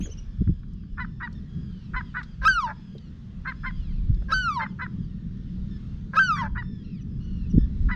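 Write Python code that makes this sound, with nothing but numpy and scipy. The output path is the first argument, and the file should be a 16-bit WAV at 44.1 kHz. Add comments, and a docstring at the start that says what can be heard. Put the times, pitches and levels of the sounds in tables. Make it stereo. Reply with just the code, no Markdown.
"""From a kayak on calm water: the hollow hull rumbles and light wind puffs on the microphone throughout.
A seabird whistles overhead at the start, and a colony murmurs far off. After a second, creaky gull
peeps begin close on the left, where a chick swims. Three long wails fall at about 2.5, 4.3 and 6.2 s;
each also arrives by a near bounce, so it swells and dips as its pitch slides. Two fainter whistles
and the strongest gusts come near the end."""
import sys
import numpy as np
from scipy import signal
from scipy.fft import rfft, irfft, next_fast_len
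from scipy.io import wavfile
from scipy.ndimage import uniform_filter1d, map_coordinates

SR = 44100
rng = np.random.default_rng(int(sys.argv[2]) if len(sys.argv) > 2 else 0)


def dump_mix(stems):
    """Bounce the given channels to the path in sys.argv[1] as a 16-bit WAV at rate SR."""
    frames = np.atleast_2d(stems).T  # one column per channel
    limited = np.clip(frames, -1, 1)  # hard clip at full scale
    pcm = np.round(limited * 32767).astype(np.int16)
    wavfile.write(sys.argv[1], SR, pcm)


N = 350696
TOP_HZ = 15000  # band limit of the microphone


def amp(db):
    """Decibels to gain."""
    return 10 ** (np.asarray(db) / 20)


def unit(x):
    """Scale to rms 1."""
    return x / np.sqrt(np.mean(x ** 2) + 1e-20)


def along(points, hz):
    """Read (Hz, value) points on a log axis."""
    knots_hz, values = np.transpose(points)
    return np.interp(np.log(hz + 1), np.log(knots_hz + 1), values)


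def curve(points):
    """Read (seconds, value) points at every sample."""
    return np.interp(np.arange(N) / SR, *np.transpose(points))


def wobble(rate, size):
    """A smooth random curve, rate knots a second."""
    knots = rng.standard_normal(int(size * rate / SR) + 4)
    return map_coordinates(knots, [np.arange(size) * rate / SR])


def flicker(count, size, depth_db, rate):
    """Gains that let each of count partials waver on its own."""
    return amp(depth_db * np.array([wobble(rate, size) for _ in range(count)]))


def envelope(t, attack_s, hold_s, release_s):
    """Gain that rises 60 dB up to t = 0, holds, then dies away by 60 dB."""
    return amp(-60 * (np.maximum(-t, 0) / attack_s + np.maximum(t - hold_s, 0) / release_s))


def fade(size, seconds):
    """A gate with soft ends."""
    return signal.windows.tukey(size, min(1, 2 * seconds * SR / size))


def filtered(x, response):
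    """Filter x by a response given as a function of Hz."""
    size = x.shape[-1]
    padded = next_fast_len(size + 8192)
    return irfft(rfft(x, padded) * response(np.fft.rfftfreq(padded, 1 / SR)), padded)[..., :size]


def add(track, s, sound, pan_db=0):
    """Mix a sound into a stereo track at time s, pan_db louder on the left, keeping its power."""
    ratio = amp(pan_db)
    pair = np.array([sound * ratio, sound]) * np.sqrt(2 / (1 + ratio ** 2))
    start = max(0, round(s * SR))
    part = track[:, start:start + len(sound)]
    part += pair[:, :part.shape[1]]


def cycles(pitch, jitter, rate=900):
    """Phase in radians of a vibration whose pitch trembles."""
    return 2 * np.pi * np.cumsum(pitch * (1 + jitter * wobble(rate, len(pitch)))) / SR


def partials(phase, pitch, throat, orders, weights=1):
    """Lines on multiples of a pitch at rms 1; the throat colours them and smears each pulse."""
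    k = np.asarray(orders)[:, None]
    gain = amp(along(throat, k * pitch)) * weights * (k * pitch < TOP_HZ)
    rms = np.sqrt((gain ** 2).sum(0) / 2 + 1e-12)
    return (gain * np.cos(k * phase - 2 * k ** 2)).sum(0) / rms


def noise(spectrum, size):
    """Coloured noise of rms 1."""
    return unit(filtered(rng.standard_normal(size), lambda hz: amp(along(spectrum, hz))))


def rush(spectrum, correlation, patchy_db):
    """Coloured stereo noise of rms 1 with drifting patches of gain."""
    frames = signal.stft(rng.standard_normal((2, N)), nperseg=1024)[2]
    patches = uniform_filter1d(rng.standard_normal(frames.shape[1:]), size=8, axis=0)
    patches = uniform_filter1d(patches, size=10, axis=1)
    pair = signal.istft(frames * amp(patchy_db * unit(patches)), nperseg=1024)[1][:, :N]
    width = np.arccos(correlation) / 2
    mid, side = filtered(pair, lambda hz: amp(along(spectrum, hz))) * [[np.cos(width)], [np.sin(width)]]
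    return unit(np.array([mid + side, mid - side]))


def distant_hiss():
    """A faint hiss carries from far off on the left."""
    # Colour of the hiss. Each row: frequency in Hz, gain in dB.
    spectrum = [(300, 0.5), (500, 3.5), (800, -3), (1200, 2), (1700, -1), (2200, -5), (3300, -3),
                (4200, -6), (5300, -11), (6500, -15), (8000, -26), (10000, -36), (15000, -48.5)]
    # Its slow swell. Each row: time in seconds, level in dB.
    levels = [(0, -59), (.85, -70.5), (1.35, -63.5), (2.1, -61.5), (2.7, -63.5), (3.8, -62), (4.3, -63),
              (5.2, -65), (5.9, -61), (6.5, -69), (7.95, -60.5)]
    return amp(curve(levels)) * rush(spectrum, correlation=0.45, patchy_db=1.8) * amp([[1.7], [-1.7]])


def wind():
    """Gusts ride on a breeze that differs between the microphone's two ports."""
    # Colour of the wind. Each row: frequency in Hz, gain in dB.
    spectrum = [(15, -9.5), (32, 7.5), (60, 3.5), (100, -6.5), (150, -22.5), (300, -34.5), (600, -55.5),
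                (1500, -100)]
    # The steady breeze. Each row: time in seconds, relative level in dB.
    breeze_levels = [(0.0, -38), (3.3, -47.5), (4.07, -27), (4.69, -48.5), (5.64, -38.5), (7.02, -43.5),
                     (7.48, -31.5), (7.95, -40)]
    # Gusts. Each row: time of full strength in seconds, hold in seconds, level in dB.
    gusts = [(.01, 0.013, -26.5), (.41, 0.097, -25), (0.943, 0.016, -30), (1.95, 0.013, -31),
             (2.41, 0.1, -31), (3.36, .1, -36), (3.77, 0.044, -26), (4.08, 0.11, -24.5),
             (5.02, 0.0093, -33), (5.58, 0.046, -29), (5.92, .02, -28.5), (6.52, .02, -27),
             (7.189, 0.17, -34), (7.55, 0.062, -16.5), (7.829, 0.025, -17)]
    t = np.arange(N) / SR
    gusting = sum(amp(db) * envelope(t - s, attack_s=0.26, hold_s=hold, release_s=0.51)
                  for s, hold, db in gusts)
    breeze = amp(curve(breeze_levels) + 3 + 2 * wobble(10, N))
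    return np.hypot(breeze, gusting) * rush(spectrum, correlation=0.1, patchy_db=1)


def hull_water():
    """Water rumbles against the hollow hull, nearly alike in both ports."""
    # Resonance of the hull. Each row: frequency in Hz, gain in dB.
    spectrum = [(55, -12), (85, -2.5), (105, -8.5), (125, -0.5), (155, -3), (185, 0), (230, -8.5),
                (280, -18.5), (340, -24.5), (400, -27.5), (520, -39.5), (680, -63.5), (1200, -97)]
    # Strength of the rumble. Each row: time in seconds, relative level in dB.
    levels = [(0.0, -48), (1.66, -38), (2.21, -45.5), (4.38, -40.5), (4.63, -38.5), (6.33, -39),
              (7.71, -35.5), (7.95, -34)]
    lapping = amp(curve(levels) + 3.5 + 1.5 * wobble(14, N))
    return lapping * rush(spectrum, correlation=0.97, patchy_db=1.2)


def wind_puffs():
    """Eddies push on the microphone's ports for a few cycles, out of step with each other."""
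    # Each row: centre and length in seconds, relative level in dB, eddy rate in Hz, left over right in dB.
    eddies = [(0.404, 0.052, -13, 60, -23), (0.419, 0.033, -13.5, 141, -23), (0.482, 0.044, -11, 89.4, -30),
              (0.498, 0.027, -11.5, 155, -19), (0.519, 0.052, -16, 77, -8.5),
              (4.104, 0.0463, -7.5, 69.6, -7), (4.17, 0.035, -25, 110.4, 8),
              (7.546, 0.0326, -9.5, 168, -5.5), (7.563, .035, -11, 116, -1.5),
              (7.58, 0.0144, -2.5, 202, -0.5), (7.596, 0.065, -19, 65.5, -7)]
    out = np.zeros((2, N))
    for s, length, db, hz, pan_db in eddies:
        size = int(length * SR)
        for port, share in enumerate(unit(amp([pan_db / 2, -pan_db / 2]))):
            phase = cycles(np.full(size, float(hz)), jitter=0.26, rate=166.6) + rng.uniform(0, 2 * np.pi)
            push = np.sin(phase) + 0.26 * np.cos(2 * phase) + 0.087 * np.sin(3 * phase)
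            out[port, round(s * SR) - size // 2:][:size] += amp(db) * share * push * np.hanning(size)
    return filtered(out, lambda hz: 1 / np.sqrt(1 + (hz / 340) ** 8))  # slow air makes only dull pushes


def clicks():
    """Short clicks and knocks, each a ring in one band; the one at 4.664 s is a gull peep snapping shut."""
    # Each row: start in seconds, level in dB, pitch in Hz, seconds to die by 60 dB.
    rings = [(.004, -26.5, 183, 0.17), (.01, -49.5, 2550, 0.18), (0.053, -39.5, 404, 0.24),
             (.057, -48.5, 1610, 0.056), (0.475, -43.5, 1490, 0.025), (.632, -51.5, 1530, 0.034),
             (.735, -58, 5330, 0.019), (.835, -58.5, 1480, 0.059), (1.327, -53.5, 4600, 0.033),
             (2.231, -40.5, 1520, 0.028), (2.23, -48, 4240, 0.062), (2.95, -39.5, 400, 0.073),
             (2.981, -47.5, 3800, 0.031), (4.146, -48.5, 4240, 0.0137), (4.219, -43, 530, 0.049),
             (4.221, -48, 1420, 0.028), (4.664, -33, 1550, 0.024)]
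    out = np.zeros((2, N))
    t = np.arange(SR // 3) / SR
    attack = 1 - np.exp(-t / 0.00068)
    for s, db, hz, t60 in rings:
        band = [(hz / 4, -35), (hz / 1.5, -12), (hz, 0), (hz * 1.4, -12), (hz * 4, -60)]
        add(out, s, noise(band, len(t)) * amp(db - 60 * t / t60) * attack, pan_db=2.5)
    return out


def sea_wall(x):
    """A diffuse echo comes back off the rough sea wall."""
    # Decay of the echo. Each row: frequency in Hz, seconds to die by 60 dB.
    decay = [(300, 0.46), (1500, 0.27), (5000, 0.26), (12000, 0.077)]
    hz, t, frames = signal.stft(rng.standard_normal((2, SR // 2)), SR, nperseg=256)
    tail = signal.istft(frames * amp(-60 * t / along(decay, hz)[:, None]), SR, nperseg=256)[1]
    return signal.fftconvolve(x.mean(0)[None], tail / np.linalg.norm(tail[0]), axes=1)[:, :N]


def colony_cries(per_second):
    """Rows for far_birds: the colony's fainter cries, at chance moments."""
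    draws = rng.uniform(-1, 1, (int(per_second * N / SR), 6))
    middle = [N / SR / 2, 0.28, 1793, 0.8, -76.5, 0.8]
    spread = [N / SR / 2, 0.12, 170, 0.15, 3, 0.25]
    return list(middle + draws * spread)


def far_birds():
    """Thin cries far to the left rise a little and fall away, broken by quick dips of pitch and level."""
    # Each row: start and length in seconds, pitch in Hz, end pitch ratio, level in dB, rasp from 0 to 1.
    cries = [(0.221, 0.4, 1755, 0.92, -72.5, 0), (0.945, 0.32, 1780, 1, -70.5, 0.06),
             (1.328, 0.086, 1830, .9, -62.5, 0.16), (1.475, 0.42, 1683, 0.74, -66, 0.5),
             (1.98, 0.16, 1684, 0.83, -65, 0.27), (2.241, 0.12, 1660, 0.9, -66, 0.45),
             (2.714, 0.39, 1718, 0.78, -66.5, 0.48), (3.55, 0.41, 1750, 0.43, -63.5, 0.38),
             (3.75, 0.27, 1737, 0.57, -66, 0.65), (4.131, 0.13, 1733, 0.97, -67.5, 0.2),
             (4.65, 0.09, 1785, 0.7, -63.5, 0.37), (4.979, 0.089, 1690, 0.81, -66.5, 0.2),
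             (5.691, 0.1, 1806, 0.91, -60, 0.45), (6.611, 0.23, 1802, 0.88, -63, 0.18),
             (6.824, 0.21, 1402, 0.51, -63, 0.95), (7.188, 0.3, 1483, 0.86, -63, 0.69),
             (7.568, 0.1, 1780, 1, -58, 1)]
    # The seabirds' throat. Each row: frequency in Hz, gain in dB.
    throat = [(1300, -14.5), (1800, 1), (2600, 4.5), (3500, 0.5), (5200, -2.5), (7000, -22.5),
              (9000, -43.5)]
    out = np.zeros((2, N))
    orders = np.arange(1, 5)
    for s, length, hz, end_ratio, db, rasp in cries + colony_cries(per_second=7):
        size = int(length * SR)
        progress = np.arange(size) / SR / length
        dips = np.sin(cycles(np.full(size, 40.0), jitter=0.2, rate=30) / 2) ** 6
        contour = 1 - 0.032 * np.exp(-progress / 0.14) - (1 - end_ratio) * progress ** 3
        pitch = hz * contour * (1 - (0.023 + 0.049 * rasp) * dips)
        weights = flicker(len(orders), size, depth_db=3, rate=30)
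        cry = partials(cycles(pitch, jitter=0.004 + 0.014 * rasp), pitch, throat, orders, weights)
        add(out, s, amp(db - 6 * dips) * cry * fade(size, 0.025), pan_db=5)
    return out


def whistles():
    """A seabird overhead whistles high arched notes, strongest on their second harmonic."""
    # Each row: start and length in seconds, first, top and last pitch in Hz, relative level in dB.
    notes = [(.005, 0.072, 3100, 3360, 2980, -35), (0.096, 0.047, 2720, 3090, 2680, -39),
             (0.172, 0.031, 2750, 2890, 2740, -38.5), (7.005, 0.03, 3000, 2930, 2800, -54),
             (7.497, 0.027, 2955, 2880, 2670, -45.5)]
    # Timbre of the whistle. Each row: multiple of the pitch, gain in dB.
    harmonics = [(1, -2.5), (2, 4), (3, -26)]
    out = np.zeros((2, N))
    for s, length, start_hz, top_hz, end_hz, db in notes:
        progress = np.linspace(0, 1, int(length * SR))
        arch = np.sin(np.pi * progress ** 1.3) ** 2
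        foot_hz = np.where(progress ** 1.2 < 0.5, start_hz, end_hz)
        phase = cycles(foot_hz + (top_hz - foot_hz) * arch, jitter=0.018)
        note = sum(amp(level) * np.sin(k * phase) for k, level in harmonics)
        add(out, s, amp(db + 8.5 * (arch - 2.5)) * note * fade(len(note), 0.0032), pan_db=-3)
    return out


def creak(snap_hz, jitter, shimmer_db, band_hz):
    """The slack syrinx snaps slowly and unevenly; each pulse rings the throat."""
    # Throat resonances. Each row: centre in Hz, width in Hz, gain in dB.
    modes = [(530, 70, -7.5), (1030, 540, -4.5), (1473, 231, 4.5), (1777, 179, 0.5), (2500, 280, -19.5),
             (4220, 780, -28.5), (5920, 1300, -40)]

    def throat(hz):
        return sum((-1) ** k * amp(db) * 1j * hz * width / (centre ** 2 - hz ** 2 + 1j * hz * width)
                   for k, (centre, width, db) in enumerate(modes))

    size = len(snap_hz)
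    turns = cycles(snap_hz, jitter, rate=250) / (2 * np.pi)
    snaps = np.diff(np.floor(turns), prepend=0) * amp(shimmer_db * rng.standard_normal(size))
    hiss = 0.45 * rng.standard_normal(size)
    band = signal.butter(3, band_hz, "bandpass", fs=SR, output="sos")
    return unit(signal.sosfilt(band, filtered(unit(snaps) + hiss, throat)))


def from_left(x, lag_ms):
    """Sound from the left reaches the right port a little later."""
    return np.array([x[0], filtered(x[1], lambda hz: np.exp(-2j * np.pi * hz * lag_ms / 1000))])


def peeps():
    """Each nearby peep creaks open, arches through a clear note with half-pitch lines, and creaks shut."""
    # Each row: time of the top in seconds, top pitch in Hz, then level, half-pitch lines
    # and left over right, all in dB.
    calls = [(1.013, 1002, -32, -6.5, 4.5), (1.24, 973, -32, -11, 3.5), (1.975, 1025, -28.5, -4.5, 6.5),
             (2.180, 986, -29.5, 1, 5.5), (3.487, 1053, -28.5, -2, 20), (3.672, 1045, -30, -6, 18),
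             (4.628, 1046, -29.5, -5, 4.5), (4.828, 1012, -31, -1, 5), (6.396, 1001, -32.5, 3.5, 5.5),
             (6.590, 978, -34, -19, 2), (7.925, 999, -30.5, -7.5, 2)]
    # The gull's throat and bill. Each row: frequency in Hz, gain in dB.
    throat = [(450, -31.5), (750, -13), (1000, -5.5), (1500, -0.5), (2000, 1.5), (2250, -15), (2550, -21.5),
              (3100, -21), (4100, -20.5), (5000, -29.5), (6500, -53.5), (9500, -48.5), (14000, -83.5)]
    length_s, end_droop = 0.085, 0.21
    out = np.zeros((2, N))
    t = np.arange(-length_s / 2, length_s / 2, 1 / SR)
    arch = 1 - end_droop * (2 * t / length_s) ** 2
    clear = envelope(t + 0.009, attack_s=0.032, hold_s=0.019, release_s=0.086)
    opening = amp(-2) * envelope(t + 0.03, attack_s=0.04, hold_s=0.02, release_s=0.035)
    closing = amp(-6) * envelope(t - 0.035, attack_s=0.016, hold_s=0.003, release_s=0.02)
    orders = np.arange(1, 25) / 2
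    for s, hz, db, half_db, pan_db in calls:
        pitch = hz * arch
        # the half-pitch lines fade towards the treble
        weights = np.where(orders % 1, amp(half_db - 3.9 * np.clip(orders - 2.5, 0, 2)), 1)[:, None]
        weights = weights * flicker(len(orders), len(t), depth_db=2.2, rate=45)
        note = partials(cycles(pitch, jitter=0.014), pitch, throat, orders, weights)
        rasp = creak(pitch * 1.35 / 4, jitter=0.088, shimmer_db=2.5, band_hz=(997, 2800))
        voice = clear * note + (opening + closing) * rasp
        add(out, s + t[0], amp(db) * voice * fade(len(t), 0.0031), pan_db)
    return out


def near_bounce(x, strength_db):
    """Direct sound and a near bounce interfere at evenly spaced pitches; the right port lies in shadow."""
    # Paths to the left port, then the right. Each row: direct gain in dB, relative bounce gain in dB,
    # bounce delay in milliseconds.
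    paths = [(1.5, -6.66, 3.07), (-20, -6.5, 3.05)]
    ports = []
    for port, (direct_db, bounce_db, delay_ms) in zip(x, paths):
        direct, bounce = amp(direct_db), amp(bounce_db + strength_db)
        delay_s = delay_ms / 1000
        ports.append(filtered(port, lambda hz: direct + bounce * np.exp(-2j * np.pi * hz * delay_s)))
    return np.array(ports)


def wail_voice(pitch, snap_hz, rough, tone_db, overtone_db):
    """A strong fundamental under wavering overtones; roughness trades both for creak and hiss."""
    # Colour of the overtones. Each row: frequency in Hz, gain in dB.
    throat = [(1800, 0), (2500, 7), (3100, 3), (3500, 1.5), (4000, 5), (4600, 0), (5250, -0.5),
              (5800, -1.5), (6400, -12.5), (7100, -21), (9000, -25), (13000, -37), (15500, -61.5)]
    size = len(pitch)
    phase = cycles(pitch, jitter=0.0024 + 0.05 * rough ** 2)
    clear = np.sqrt(1 - rough ** 2)
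    rasp = creak(snap_hz, jitter=0.035, shimmer_db=4, band_hz=(430, 2820))
    tone = clear * np.sqrt(2) * np.cos(phase) + rough * rasp
    orders = np.arange(2, 15)
    weights = flicker(len(orders), size, depth_db=3, rate=45)
    slip = 0.04 * wobble(500, size)  # small slips of timing blur the high overtones most
    overtones = clear * partials(phase + slip, pitch, throat, orders, weights)
    hiss = (0.053 + 0.5 * rough ** 2) * noise(throat, size)
    release = np.clip(np.arange(size)[::-1] / (0.018 * SR), 0, 1)
    return (amp(tone_db) * tone + amp(overtone_db) * (overtones + hiss)) * fade(size, 0.0018) * release


def wails():
    """A near gull creaks into a low note, leaps up a register, then fades as it falls back into creak."""
    # Each row: time of the leap, low note before it and clear voice after it in seconds, tone in dB,
    # its fade in dB/s, overtones in dB, their fade in dB/s, bounce strength in dB.
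    calls = [(2.478, .025, 0.18, -13, 79, -29.5, 97, -1), (4.336, .014, .25, -17, 39.5, -31.5, 55, -2),
             (6.192, 0.023, .218, -13.5, 64, -31.5, 56.5, 0)]
    # The fall of pitch, one list a wail. Each row: time in seconds, pitch in Hz.
    falls = [
        [(2.482, 1580), (2.53, 1500), (2.574, 1377), (2.602, 1208), (2.63, 1068), (2.64, 1001), (2.665, 912)],
        [(4.34, 1529), (4.41, 1509), (4.474, 1364), (4.512, 1199), (4.554, 1113), (4.576, 967), (4.6, 915)],
        [(6.198, 1574), (6.27, 1485), (6.296, 1368), (6.32, 1250), (6.362, 1157), (6.41, 1063), (6.422, 961),
         (6.44, 917)],
    ]
    lead_s, leap_s, tail_onset_s, tail_s = 0.039, 0.0015, 0.026, 0.072  # lead and tail are the creaks
    lead_snap_hz, low_hz = 526.6, 1349
    low_climb, tail_sink = 4800, 940  # Hz/s
    lead_swell, lead_brighten, low_swell, tail_dull = 378, 796, 218, 262.5  # dB/s
    out = np.zeros((2, N))
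    for (s, low_s, clear_s, db, tone_fade, over_db, over_fade, bounce_db), fall in zip(calls, falls):
        t = np.arange(-low_s - lead_s, clear_s + tail_s, 1 / SR)  # zero at the leap
        until_low = np.maximum(-low_s - t, 0)
        into_fall = np.clip(t, 0, clear_s)
        into_tail = np.maximum(t - clear_s, 0)
        opening = np.clip(until_low / leap_s, 0, 1)
        low = np.clip(0.5 - t / leap_s, 0, 1)

        high_hz = np.interp(s + t, *np.transpose(fall)) - tail_sink * into_tail
        pitch = low * (low_hz + low_climb * t) + (1 - low) * high_hz
        snap_hz = np.where(t < 0, lead_snap_hz, pitch / 3)
        crack = 0.26 * np.exp(-(t / leap_s) ** 2)
        closing = 0.72 * np.clip(into_tail / tail_onset_s, 0, 1)
        rough = np.clip(opening + crack + closing, 0, 1)

        onset_db = -6.5 * opening - lead_swell * until_low + low_swell * np.clip(t, -low_s, 0)
        tone_db = db + onset_db - tone_fade * into_fall
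        dull_db = lead_brighten * until_low + over_fade * into_fall + tail_dull * into_tail
        overtone_db = over_db + low - dull_db  # the low note is 1 dB brighter
        call = np.zeros((2, N))
        add(call, s + t[0], wail_voice(pitch, snap_hz, rough, tone_db, overtone_db))
        out += near_bounce(call, bounce_db)
    return out


def scene():
    """Near gulls and distant birds with their echo off the sea wall, over the boat and the weather."""
    gulls = wails() + from_left(peeps(), lag_ms=0.061)
    distant = far_birds() + whistles()
    echo = amp(-19) * sea_wall(gulls) + amp(-9) * sea_wall(distant)
    return gulls + distant + echo + wind_puffs() + clicks() + wind() + hull_water() + distant_hiss()


def record(dry):
    """The microphone keeps nothing above its band limit."""
    return filtered(dry, lambda hz: hz < TOP_HZ)


dry = scene()
out = record(dry)
dump_mix(out)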